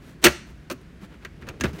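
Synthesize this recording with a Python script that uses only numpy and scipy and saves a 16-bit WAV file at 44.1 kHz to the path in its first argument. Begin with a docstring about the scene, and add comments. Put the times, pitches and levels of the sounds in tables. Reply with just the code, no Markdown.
"""A printer's plastic cover and catch, handled close by in a small room. The catch snaps and the cover
slams home in a quick cluster of contacts; lighter clicks and a hollow knock follow. Each contact rings
the thin shell and thumps the casing. Under that the frame thuds, parts scrape and the body rumbles as
it is shifted, over faint room noise."""
import sys
import numpy as np
from scipy import signal
from scipy.fft import rfft, irfft, next_fast_len
from scipy.io import wavfile
from scipy.ndimage import uniform_filter1d, minimum_filter1d

SR = 44100
rng = np.random.default_rng(int(sys.argv[2]) if len(sys.argv) > 2 else 0)


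def wav_record(signal):
    """Record a signal, one row per channel, as 16-bit PCM in the file named by sys.argv[1]."""
    frames = np.transpose(np.atleast_2d(signal))
    bounded = np.clip(frames, -1, 1)
    # unit amplitude maps onto the largest positive 16-bit level
    quanta = np.round(bounded * 32767).astype(np.int16)
    wavfile.write(sys.argv[1], SR, quanta)


N = 79380

# Plastic hitting plastic. Each row: start in seconds, shell level in dB, casing level in dB,
# brightness in dB, ring length factor, the struck part's pitch in Hz, its resonance in dB.
HITS = [(0.2272, -36, -52, 1, 0.87, 6200, 1), (0.2341, -27, -28, -13, 1.6, 410, 8.5),
        (0.2407, -7.5, -36, 6.5, 1.16, 4500, 1), (0.2448, -9.5, -41, 5, 1.77, 6330, -6),
        (.251, -9.5, -5.5, 4, 0.93, 3230, 7), (0.2555, -9, -48, -4, 0.6, 2770, 6.5),
        (0.2597, -11, -8.5, 4, 0.84, 1317, 9), (.266, -7, -12.5, -4.5, 0.7, 2420, 4.5),
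        (0.2819, -21.5, -56, -2, 0.78, 767, 8), (0.7001, -33, -42.5, 2, 1.42, 1112, 10.5),
        (0.7034, -33, -38, -10, 0.77, 593, 21), (.7125, -33, -28, 3.5, 0.88, 1180, 8),
        (0.7208, -42.5, -42, 4.5, 0.83, 11100, 5.5), (0.7253, -48, -53, 9.5, 0.56, 14900, 14.5),
        (0.813, -61, -54, 0, 1.64, 9840, 9), (1.2492, -34.5, -37.5, -3.5, 0.88, 1875, 8.5),
        (1.2531, -40.5, -57, -12, 0.99, 1390, 10.5), (1.4234, -41.5, -54.5, -15.5, 1.32, 1946, 5.5),
        (1.469, -47, -48.5, -4, 1.9, 1200, 9), (1.4878, -29.5, -39, -4.5, 0.61, 6480, 3.5),
        (1.4911, -48, -44, -15, 0.63, 2460, 13.5), (1.6095, -22.5, -37, -3.5, 0.54, 6730, 12),
        (1.6113, -29.5, -32, -3.5, 1.1, 1662, 10), (1.6376, -22, -21, -8.5, 1.2, 560, 1.5),
        (1.6434, -25, -31, -13, 1.02, 1466, 10.5), (1.654, -32, -30, -7, 1.15, 3830, 6.5),
        (1.7313, -47, -47, -0.5, 2.6, 5040, 2.5)]
# The thin shell's broad tone. 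Each row: frequency in Hz, level in dB.
SHELL_EQ = [(60, -22), (250, 4), (500, 0), (850, -2), (1300, 1), (2700, 0), (3400, -2.5), (6000, -6.5),
            (10000, -13.5), (16000, -14)]
# Its resonances and one hollow. Each row: centre in Hz, width in Hz, gain in dB.
SHELL_RESONANCES = [(800, 113.4, -9.5), (1630, 99, 4), (2650, 470, 6), (4020, 210, 0), (4325, 285, 5),
                    (6250, 1600, 4.5), (8690, 260, 8)]
# Its ring-out. Each row: frequency in Hz, T60 in seconds before a hit's ring length factor.
SHELL_DECAY = [(200, 0.1), (1500, 0.08), (4000, 0.05), (8000, 0.045), (15000, 0.053)]
# Treble shelf for hits and scrapes. Each row: frequency in Hz, share of the brightness gain.
TREBLE_SHELF = [(2200, 0), (8000, 1)]
# The hollow casing's modes. Each row: pitch in Hz, level in dB, T60 in seconds.
CASING_MODES = [(227, -11, 0.13), (362, 3.5, 0.075), (379.5, -22, 0.45), (461, -20, 0.14), (556, -17, 0.1),
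                (588, -13.5, 0.1), (746, -19, 0.0783)]
# Dull weight from frame and panels. Each row: start in seconds, level in dB, pitch in Hz, T60 in seconds.
FRAME_THUDS = [(0.257, -18.5, 133.5, 0.14), (0.261, -23.5, 67.7, 0.24), (0.713, -27.5, 265.8, 0.14),
               (1.026, -27.5, 192, 0.1), (1.49, -30.5, 70.2, 0.2), (1.607, -26, 75.7, 0.2),
               (1.612, -23.5, 240.5, 0.11), (1.64, -24, 70.2, 0.3), (1.639, -17.5, 130, 0.13),
               (1.6388, -12, 213, 0.078), (1.66, -22.5, 151, 0.061), (1.737, -18.5, 170, 0.054)]
# Parts sliding. Each row: start in seconds, length in seconds, level in dB, brightness in dB.
SLIDES = [(0, 0.16, -51.5, 4), (0.216, 0.016, -45, 7), (0.454, 0.079, -54, 2.5),
          (1.004, 0.069, -46.5, -0.5), (1.091, 0.082, -51, -7), (1.21, 0.046, -50, -6),
          (1.411, 0.013, -46.5, -3), (1.462, 0.059, -38.5, -11), (1.597, 0.011, -39, -1.5),
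          (1.652, 0.075, -44, -0.5), (1.738, 0.054, -44, 1.5), (1.781, 0.022, -38.5, 2)]
# The tone of the sliding. Each row: frequency in Hz, level in dB.
SLIDE_EQ = [(100, -3), (300, 16.5), (700, 2.5), (1500, 4), (2800, -1), (5000, -9), (9000, -15.5),
            (16000, -18.5)]
# The rumble builds as the hand takes hold. Each row: time in seconds, level in dB.
RUMBLE_FADER = [(1.301, -61.5), (1.47, -43.5), (1.55, -45), (1.59, -50.5), (1.66, -27.5), (1.71, -43.5),
                (1.8, -46)]
# The rumble's dark tone. Each row: frequency in Hz, level in dB.
RUMBLE_EQ = [(25, -14), (70, -0.5), (130, -3.5), (300, -5.5), (520, -8.5), (800, -20.5), (3000, -34.5),
             (16000, -58)]
# The reverb's decay. Each row: frequency in Hz, T60 in seconds before REVERB_STRETCH.
REVERB_DECAY = [(100, 0.45), (400, 0.35), (2000, 0.5), (6000, 0.49), (14000, 0.23)]
# The reverb's tone. Each row: frequency in Hz, level in dB.
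REVERB_EQ = [(100, -5), (400, -1.5), (1900, -2), (2800, -4.5), (5000, -2), (15000, -1)]
# The bed of room noise. Each row: frequency in Hz, level in dB.
ROOM_TONE_EQ = [(12, -42.5), (20, -17), (60, 1), (107, -12), (134, -2), (377, -15.5), (590, -26),
                (678, -22.5), (759, -30.5), (1610, -26.5), (2200, -29), (3740, -36.5), (16000, -55.5)]

SNAP_DB, SNAP_S = 1, 0.0011  # the instant of contact stands above the ring
PART_WIDTH_OCT = 0.22
PING_DB, PING_BASE_T60_S, PING_ROLLOFF_HZ = -9, 0.05, 3955
GRAIN_DB, GRAINS_PER_S = 2.5, 700
REVERB_DB, PREDELAY_S, REVERB_STRETCH = -21, .008, 0.87
ROOM_TONE_DB = -46
CEILING_DB, LOOKAHEAD_S = -.4, .0012
TOP_HZ, EDGE_HZ = 15900, 110


def contacts():
    """Each hit cracks through the shell, pings the struck part and knocks on the casing."""
    out, hz, t = np.zeros(N), np.fft.rfftfreq(N, 1 / SR), np.arange(N) / SR
    snap = 1 + (amp(SNAP_DB) - 1) * np.exp(-t / SNAP_S)
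    for start, shell_db, casing_db, bright_db, stretch, part_hz, part_db in HITS:
        resonance_db = part_db * np.exp(-.5 * (np.log2((hz + 1) / part_hz) / PART_WIDTH_OCT) ** 2)
        hit_eq = amp(bright_db * along(TREBLE_SHELF, hz) + resonance_db)
        crack = irfft(rfft(noise(shell_colour)) * hit_eq, N)
        add(out, start, amp(shell_db) * fade(crack * snap, SHELL_DECAY, stretch, size=8192))
        ping = ring(part_hz, PING_BASE_T60_S * stretch, rise_s=SNAP_S)
        ping /= 1 + part_hz / PING_ROLLOFF_HZ  # smaller parts radiate less
        add(out, start, amp(shell_db + part_db + PING_DB) * ping)
        add(out, start, amp(casing_db) * casing_knock())
    return out


def shell_colour(hz):
    """The thin shell's response in dB: a dense ring with a few resonances standing out."""
    peaks_db = sum(db / (1 + (2 * (hz - f) / width) ** 2) for f, width, db in SHELL_RESONANCES)
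    return along(SHELL_EQ, hz) + peaks_db


def casing_knock():
    """The hollow casing's low modes ring, with a little play in level and pitch on every hit."""
    return sum(amp(db + rng.normal(0, 1)) * ring(hz * (1 + rng.normal(0, 0.0087)), t60, rise_s=0.0012)
               for hz, db, t60 in CASING_MODES)


def thuds():
    """Soft, heavy bumps rock the frame and its large panels."""
    out = np.zeros(N)
    for start, db, hz, t60 in FRAME_THUDS:
        add(out, start, amp(db) * ring(hz, t60, rise_s=0.0053))
    return out


def scrapes():
    """Plastic slides on plastic in short, grainy swells."""
    out = np.zeros(N)
    for start, length, db, bright_db in SLIDES:
        hiss = noise(lambda hz: along(SLIDE_EQ, hz) + bright_db * along(TREBLE_SHELF, hz))
        grain = np.interp(np.arange(N) * GRAINS_PER_S / SR, np.arange(N), rng.standard_normal(N))
        friction = unit(hiss * amp(GRAIN_DB * grain))
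        swell = np.sqrt(np.hanning(round(length * SR)))
        add(out, start, amp(db) * swell * friction[:len(swell)])
    return out


def handling_rumble():
    """The casing rumbles dully while it is shifted."""
    times, db = np.transpose(RUMBLE_FADER)
    fader = amp(np.interp(np.arange(N) / SR, times, db))
    return fader * noise(lambda hz: along(RUMBLE_EQ, hz))


def reverb(x):
    """The small room answers with a short, diffuse tail."""
    tail = fade(noise(lambda hz: along(REVERB_EQ, hz)), REVERB_DECAY, REVERB_STRETCH, size=32768)
    out = np.zeros(N)
    add(out, PREDELAY_S, signal.fftconvolve(x, tail / np.linalg.norm(tail)))
    return amp(REVERB_DB) * out


def room_tone():
    """A faint, steady bed of bass-heavy room noise."""
    return amp(ROOM_TONE_DB) * noise(lambda hz: along(ROOM_TONE_EQ, hz))


def amp(db):
    return 10 ** (np.asarray(db) / 20)


def unit(x):
    return x / np.sqrt(np.mean(x ** 2) + 1e-20)


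def along(points, hz):
    """Read a curve of (Hz, value) points on a log frequency axis."""
    freqs, values = np.transpose(points)
    return np.interp(np.log(hz + 1), np.log(freqs + 1), values)


def noise(colour):
    """Noise of rms 1, shaped by colour(hz) in dB."""
    eq = amp(colour(np.fft.rfftfreq(N, 1 / SR)))
    return unit(irfft(rfft(rng.standard_normal(N)) * eq, N))


def fade(x, t60s, stretch, size):
    """The first size samples of x, each band dying at its own speed."""
    t, hz = np.arange(size) / SR, np.fft.rfftfreq(size, 1 / SR)
    centres, spectrum = [f for f, _ in t60s], rfft(x[:size])
    out = np.zeros(size)
    for share, (_, t60) in zip(np.eye(len(t60s)), t60s):
        band = irfft(spectrum * along(list(zip(centres, share)), hz), size)
        out += band * amp(-60 * t / (t60 * stretch))
    return out


def ring(hz, t60, rise_s):
    """One damped mode with a rounded attack."""
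    t = np.arange(SR // 2) / SR
    return np.sin(2 * np.pi * hz * t) * amp(-60 * t / t60) * (1 - np.exp(-t / rise_s))


def add(track, start_s, x):
    """Mix x into the track at start_s."""
    i = max(0, round(start_s * SR))
    track[i:i + len(x)] += x[:max(0, N - i)]


def scene():
    """The mono mix: printer up front, reverb behind it, room tone underneath."""
    printer = contacts() + thuds() + scrapes() + handling_rumble()
    return (printer + reverb(printer) + room_tone())[None]


def record(dry):
    """A fast limiter holds the peaks, then a steep low-pass trims the very top."""
    span = max(2, round(2 * LOOKAHEAD_S * SR))
    needed_gain = np.minimum(1, amp(CEILING_DB) / (np.abs(dry) + 1e-9))
    limited = dry * uniform_filter1d(minimum_filter1d(needed_gain, span), span)
    size = next_fast_len(N + SR // 2)
    lowpass = .5 - .5 * np.tanh((np.fft.rfftfreq(size, 1 / SR) - TOP_HZ) / EDGE_HZ)
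    return irfft(rfft(limited, size) * lowpass, size)[..., :N]


dry = scene()
out = record(dry)
wav_record(out)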